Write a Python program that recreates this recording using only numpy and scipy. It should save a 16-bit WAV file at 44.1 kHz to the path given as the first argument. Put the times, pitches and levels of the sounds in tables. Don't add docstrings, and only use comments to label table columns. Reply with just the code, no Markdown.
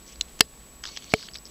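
import sys
import numpy as np
from scipy import signal
from scipy.fft import rfft, irfft, next_fast_len
from scipy.io import wavfile
from scipy.ndimage import uniform_filter1d, map_coordinates

SR = 44100
rng = np.random.default_rng(int(sys.argv[2]) if len(sys.argv) > 2 else 0)


def int16_out(signal):
    q = np.round(np.clip(np.atleast_2d(signal).T, -1, 1) * 32767)
    wavfile.write(sys.argv[1], SR, q.astype(np.int16))


def gain_from_db(level_db):
    decades = np.asarray(level_db, float) / 20
    return 10 ** decades


N = 66150

# (time [s], strength [dB], polarity)
FIRST_TAP = [
    (0.21043, 5.8, -1),
    (0.21143, 6.9, -1),
    (0.21184, 5.0, -1),
]
HARD_TAP = [
    (0.40736, 13.6, -1),
    (0.40774, 9.8, -1),
    (0.40857, 5.0, 1),
    (0.4091, 24.6, -1),
]
LAST_TAP = [
    (1.13831, 1.9, 1),
    (1.13904, -12.2, 1),
    (1.13977, -5.6, 1),
]
# (frequency [Hz], level [dB], T60 [s])
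FIRST_TAP_MODES = [(1914, -46.7, 0.0168), (2966, -36.5, 0.0388), (3475, -20.4, 0.0531),
                   (4048, -26.1, 0.0838), (4028, -41.9, 0.0666), (4669, -7.0, 0.0002),
                   (6222, -34.7, 0.0127), (6582, -20.1, 0.0308), (6935, -38.0, 0.0272),
                   (7812, -38.1, 0.0253), (13245, -41.7, 0.0112)]
HARD_TAP_MODES = [(251, -27.6, 0.0165), (435, -18.6, 0.0462), (762, -12.0, 0.0093), (1807, -7.8, 0.0102),
                  (2143, -4.1, 0.0088), (2756, 3.4, 0.0049), (3187, -4.1, 0.014), (4366, 5.3, 0.005),
                  (4945, -3.0, 0.0061), (5474, -0.8, 0.0043), (6629, -5.3, 0.0081), (8353, -1.9, 0.0024)]
LAST_TAP_MODES = [(236, -9.9, 0.0098), (434, -15.7, 0.0552), (661, -5.5, 0.0089), (1281, -8.0, 0.0043),
                  (1776, -9.4, 0.0078), (2316, -1.1, 0.0113), (2764, -15.8, 0.0067), (3116, -30.5, 0.0585),
                  (4367, -14.2, 0.0115), (5322, -21.4, 0.0083), (7157, -17.9, 0.0094),
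                  (9957, -29.8, 0.0159), (11344, -21.6, 0.0086)]
MUTE_S = [
    .21365,
    .40975,
    1.1425,
]
MUTE_DB = [
    -26.8,
    -24.4,
    4.6,
]
# (release time [s], level [dB], polarity, rise [s], fall [s])
PUSHES = [
    (.4073, -2.4, 1, .00025, .0002),
    (1.13815, -4.1, -1, .0003, .00015),
]
# (frequency [Hz], level [dB], T60 [s])
HOUSING_MODES = [(430, -11.7, 0.0391), (1819, -14.2, 0.048), (2060, -13.3, 0.037), (2628, -14.7, 0.0484),
                 (2955, -13.2, 0.0241), (3833, -1.8, 0.0147), (4056, -9.8, 0.0462), (4785, -1.5, 0.0366),
                 (4959, -14.2, 0.0768), (5561, -13.1, 0.0366), (6909, -19.7, 0.0376), (9198, -30.5, 0.0687)]
# (time [s], peak level [dB], pitch [Hz],
# side mode level [dB])
TICKS = [(.079, -35, 5870, -15), (.158, -35, 4700, -2), (0.22, -29.5, 5550, -18), (.2843, -41, 3150, 3),
         (0.378, -50, 2030, 5), (0.391, -29, 5840, 8), (0.3945, -29.5, 6540, 2), (0.835, -35, 6300, -9),
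         (0.8387, -25, 3210, -13), (0.8382, -27.5, 1700, -24), (0.8382, -25.5, 4900, -20),
         (.839, -28.5, 6600, -18), (.8403, -38, 2170, -7), (0.8423, -27, 5200, -1),
         (0.8536, -27, 1620, -22), (0.8541, -23, 3300, -3), (0.854, -32, 4900, -15),
         (.8638, -26.5, 5350, -26), (.8705, -36, 5800, -15), (0.8738, -25, 3680, -1),
         (0.883, -32, 4400, -19), (0.8883, -31, 4800, 6), (.893, -34, 4360, -10), (.958, -42, 3120, -8),
         (0.9642, -26.5, 3120, -11), (0.965, -31, 5500, -22), (0.9722, -18.5, 4630, 0),
         (0.9709, -29.5, 3100, -19), (.9735, -27.5, 1400, -13), (0.9757, -34, 4280, -27),
         (.9742, -25.5, 3300, -9), (.9742, -29.5, 5830, -18), (.9744, -36, 6640, -6),
         (1.0233, -31.5, 3300, -1), (1.034, -41, 3400, -13), (1.0412, -39, 3280, -11),
         (1.0432, -31, 6100, -3),
         (1.092, -44, 2900, -6), (1.1053, -38, 4460, -15), (1.119, -29, 5400, 1),
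              (1.121, -34, 2300, -4), (1.193, -35, 4300, -9), (1.1964, -33.5, 4730, -2),
              (1.204, -37, 5000, -2), (1.211, -36, 5500, -6), (1.2205, -33, 4640, -12),
              (1.2268, -30, 4570, -1), (1.228, -36, 2960, -6), (1.243, -38, 4800, -15),
              (1.255, -41, 4030, -16), (1.2872, -28.5, 3100, -14), (1.2863, -34, 1780, -12),
              (1.3132, -40, 5030, -4), (1.336, -29, 4970, -25), (1.3436, -27, 5340, -13),
              (1.3506, -36, 6050, -9), (1.3548, -29.5, 2140, -3), (1.3566, -26.5, 3650, -4),
              (1.3607, -27, 4700, -10), (1.372, -30.5, 5200, -13), (1.3853, -31.5, 5000, -20),
              (1.4547, -28.5, 5240, -21), (1.463, -38, 5400, -25), (1.47, -39, 5200, -20),
              (1.475, -40, 5260, -8)]
# (start time [s], length [s], level [dB], centre frequency [Hz])
STROKES = [(.0, 0.26, -62, 4800), (0.062, 0.075, -51, 6060), (0.085, 0.058, -57, 2720),
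           (0.246, 0.28, -64, 4440), (0.851, 0.046, -42, 5060), (0.885, 0.114, -53, 3500),
           (0.897, 0.076, -50.5, 5550), (0.977, 0.124, -55.5, 6000), (0.838, 0.0054, -42.5, 2360),
           (0.974, 0.0066, -40, 4120), (1.007, 0.082, -55.5, 3520), (1.099, 0.053, -43.5, 4660),
           (1.145, 0.1293, -45, 4740), (1.347, 0.018, -42, 4070), (1.452, 0.025, -52, 5300),
           (1.491, .02, -53.5, 4960), (1.334, .056, -58.5, 5000), (0.839, 0.064, -54, 1190),
           (1.224, 0.014, -51, 1270)]
# (multiple, level [dB])
MOTOR_ORDERS = [(1, -10), (2, 0), (3, -9)]
# (time [s], level [dB])
MOTOR_LEVEL = [
    (.84, -101),
    (.87, -50),
    (.98, -58),
    (1.1, -56.5),
    (1.2, -58),
    (1.268, -66),
    (1.275, -69),
    (1.285, -47.5),
    (1.298, -52.5),
    (1.303, -86),
]
# (time [s], level [dB])
GEAR_LEVEL = [
    (.87, -85),
    (.89, -52),
    (.96, -58),
    (.985, -85),
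]
# (frequency [Hz], density [dB per Hz])
HISS_SPECTRUM = [(53, -56.5), (100, -4), (220, -2), (476, -7.5), (1150, -15), (6060, -18.5), (7890, -15),
                 (8610, -21), (15200, -18), (17000, -49)]
RUMBLE_SPECTRUM = [(15, 20.5), (30, 10), (45, 5.5), (62, 6), (90, -18), (200, -49)]
# (time [s], level [dB])
RUMBLE_SWELL = [(0, -7), (.12, -3), (.19, 6), (.35, 3), (.55, -2), (.68, -5.5), (.8, 3), (.95, -3.5),
                (1.2, -5.5), (1.35, 0.5), (1.42, -2.5), (1.5, -2)]


def unit(x):
    return x / np.sqrt(np.mean(x ** 2) + 1e-20)


def filtered(x, response):
    m = next_fast_len(N + 8192)
    return irfft(rfft(x, m) * response(np.fft.rfftfreq(m, 1 / SR)), m)[:N]


def noise(points):
    hz, db = np.transpose(points)

    def response(f):
        return gain_from_db(np.interp(np.log(f + 1), np.log(hz + 1), db, -120, -120))

    return unit(filtered(rng.standard_normal(N), response))


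def wobble(rate):
    knots = rng.standard_normal(int(N * rate / SR) + 4)
    return map_coordinates(knots, [np.arange(N) * rate / SR])


def ring(s, modes, rise):
    out, k = np.zeros(N), int(s * SR)
    t = np.clip(np.arange(k, min(N, k + 6000)) / SR - s, 0, None)
    modal_sum = sum(gain_from_db(db - 60 * t / t60) * np.sin(2 * np.pi * hz * t) for hz, db, t60 in modes)
    out[k:k + len(t)] = modal_sum * (1 - np.exp(-t / rise))
    return out


def taps():
    attack_s, mute_fade_s = .00018, .0006
    t, out = np.arange(N) / SR, np.zeros(N)
    contact_sets = (FIRST_TAP, HARD_TAP, LAST_TAP)
    mode_sets = (FIRST_TAP_MODES, HARD_TAP_MODES, LAST_TAP_MODES)
    for contacts, modes, mute_s, mute_db in zip(contact_sets, mode_sets, MUTE_S, MUTE_DB):
        ringing = sum(sign * gain_from_db(db) * ring(s, modes, attack_s) for s, db, sign in contacts)
        muted = np.clip((t - mute_s) / mute_fade_s + .5, 0, 1)
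        out += gain_from_db(mute_db * muted) * ringing
    return out


def pushes():
    t, out = np.arange(N) / SR, np.zeros(N)
    for s, db, sign, rise, fall in PUSHES:
        out += sign * gain_from_db(db) * np.exp(-np.maximum((s - t) / rise, (t - s) / fall))
    return out


def housing():
    return gain_from_db(-16.8) * ring(.4095, HOUSING_MODES, 0.00021)


def ticks():
    t60_s, rise_s, low_hz, high_hz = .0045, .0003, 1300, 6900
    out = np.zeros(N)
    for s, db, hz, side_db in TICKS:
        r = rng.standard_normal(16)
        side_hz = np.linspace(low_hz, high_hz, num=7) * np.exp(0.08 * r[:7])
        side_level = np.clip(side_db, -30, 6) - 7.0
        delays = 0.001175 * rng.random(7)
        tick = ring(s, [(hz, 0, t60_s)], rise_s)
        for f, v, delay, polarity in zip(side_hz, r[7:], delays, r):
            mode = (f, side_level + 0.95 * v, 0.71 * t60_s)
            tick += np.sign(polarity) * ring(s + delay, [mode], rise_s)
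        out += gain_from_db(db) * tick / abs(tick).max()
    return out


def grains(hz):
    grains_per_s, pitch_spread, decay_cycles = 1400, 0.221, 3.9
    size_db, clump_db, cap_db = 1, 2, 9
    r, k = rng.random((grains_per_s * N // SR, 3)), np.arange(128)
    start = (r[:, 0] * N).astype(int)
    pitch = hz * np.exp(pitch_spread * rng.standard_normal(len(r)))
    cycles = pitch[:, None] * k / SR
    size = np.minimum(-size_db * np.log(1 - r[:, 1]) + clump_db * wobble(130)[start], cap_db)
    shape = gain_from_db(size)[:, None] * np.sin(2 * np.pi * cycles) * cycles * np.exp(-2 * cycles / decay_cycles)
    return unit(np.bincount((start[:, None] + k).ravel(), shape.ravel(), N)[:N])


def scratches():
    edge_s, q, smooth_share, top_hz = 0.0095, 1.64, .4, 8000
    t, out = np.arange(N) / SR, np.zeros(N)
    for s, length, db, hz in STROKES:
        live = np.clip(np.minimum(t - s, s + length - t) / edge_s + .5, 0, 1)
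        width = hz / q

        def resonance(f):
            return (1j * f * width / (hz * hz - f * f + 1j * f * width)) ** 2

        hiss = unit(filtered(rng.standard_normal(N), resonance))
        rub = smooth_share * hiss + (1 - smooth_share) * grains(hz)
        out += gain_from_db(db) * live * rub / np.sqrt(np.average(rub ** 2, weights=live + 1e-9))
    return filtered(out, lambda f: 1 / (1 + (f / top_hz) ** 8))


def room(x):
    t60_s = .06
    t = np.arange(SR // 4) / SR
    colour = [(300, -13), (1500, -37), (5500, -1), (9000, -10)]  # (Hz, dB)
    tail = noise(colour)[:len(t)] * gain_from_db(-60 * t / t60_s)
    return signal.fftconvolve(x, tail / np.linalg.norm(tail))[:N]


def motor():
    step_hz = 2222.6
    t = np.arange(N) / SR
    phase = 2 * np.pi * step_hz * t + .3 * wobble(80)
    level_db = np.interp(t, *np.transpose(MOTOR_LEVEL)) + 1.5 * wobble(49.9)
    return gain_from_db(level_db) * sum(np.sqrt(2) * gain_from_db(db) * np.sin(k * phase) for k, db in MOTOR_ORDERS)


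def gear():
    mesh_hz = 5860
    t = np.arange(N) / SR
    level_db = np.interp(t, *np.transpose(GEAR_LEVEL)) + 2.5 * wobble(73)
    return gain_from_db(level_db) * np.sin(2 * np.pi * mesh_hz * t + .6 * wobble(70))


def whine():
    line_hz, lines_a_frame, field_start_s, weak_from = 7867.13, 262, .0213, .503
    strong_db, weak_db, weak_turn_rad, slip_s = -48.9, -4.2, 2.4, .0007
    blank_s, blank_db = .0014, -5
    t, frame_s = np.arange(N) / SR, lines_a_frame / line_hz
    into = (t - field_start_s) % frame_s
    weak = into - weak_from * frame_s
    gain = np.where(weak < 0, 1, gain_from_db(weak_db + blank_db * (weak < blank_s)))
    slip = weak_turn_rad * np.clip(weak / slip_s, 0, 1)
    slip += (2 * np.pi - weak_turn_rad) * (np.clip(into / slip_s, 0, 1) - 1)
    return gain_from_db(strong_db) * uniform_filter1d(gain, size=15) * np.sin(2 * np.pi * line_hz * t - slip)


def clock():
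    t = np.arange(N) / SR
    return gain_from_db(-64 + 1.5 * wobble(28)) * np.sin(2 * np.pi * 1117 * t + 0.48 * wobble(25.3))


def hiss():
    level_db, duck_s, depth_db, recover_s = -52, 0.46, -4.5, 0.047
    t = np.arange(N) / SR
    duck_db = depth_db * (t > duck_s) * np.exp(-abs(t - duck_s) / recover_s)
    return gain_from_db(level_db + duck_db + 0.34 * wobble(2.4)) * noise(HISS_SPECTRUM)


def rumble():
    level_db, swing_db = -43.5, 3.5
    swell_db = np.interp(np.arange(N) / SR, *np.transpose(RUMBLE_SWELL))
    return gain_from_db(level_db + swell_db + swing_db * wobble(3.5)) * noise(RUMBLE_SPECTRUM)


def scene():
    impacts = taps() + pushes() + ticks() + housing()
    reflected = gain_from_db(-46) * room(np.clip(impacts, -1, 1))
    machinery = motor() + gear() + whine() + clock()
    return (impacts + reflected + scratches() + machinery + hiss() + rumble())[None]


def input_response(f):
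    low_cut_hz, dull_hz, top_hz = 60, 13000, 16200
    s = 1j * f / low_cut_hz
    low_cut = s * s / (s * s + np.sqrt(2) * s + 1)
    return low_cut * np.clip((top_hz - f) / 1400 + .5, 0, 1) / np.sqrt(1 + (f / dull_hz) ** 2)


def roll_off(x):
    return signal.sosfilt(signal.butter(12, 17140, fs=SR, output="sos"), x)


def record(dry):
    ceiling, knee = .74, 5
    clipped = dry / (1 + abs(dry / ceiling) ** knee) ** (1 / knee)
    mix = filtered(clipped[0], input_response)[None]
    return roll_off(mix)


dry = scene()
out = record(dry)
int16_out(out)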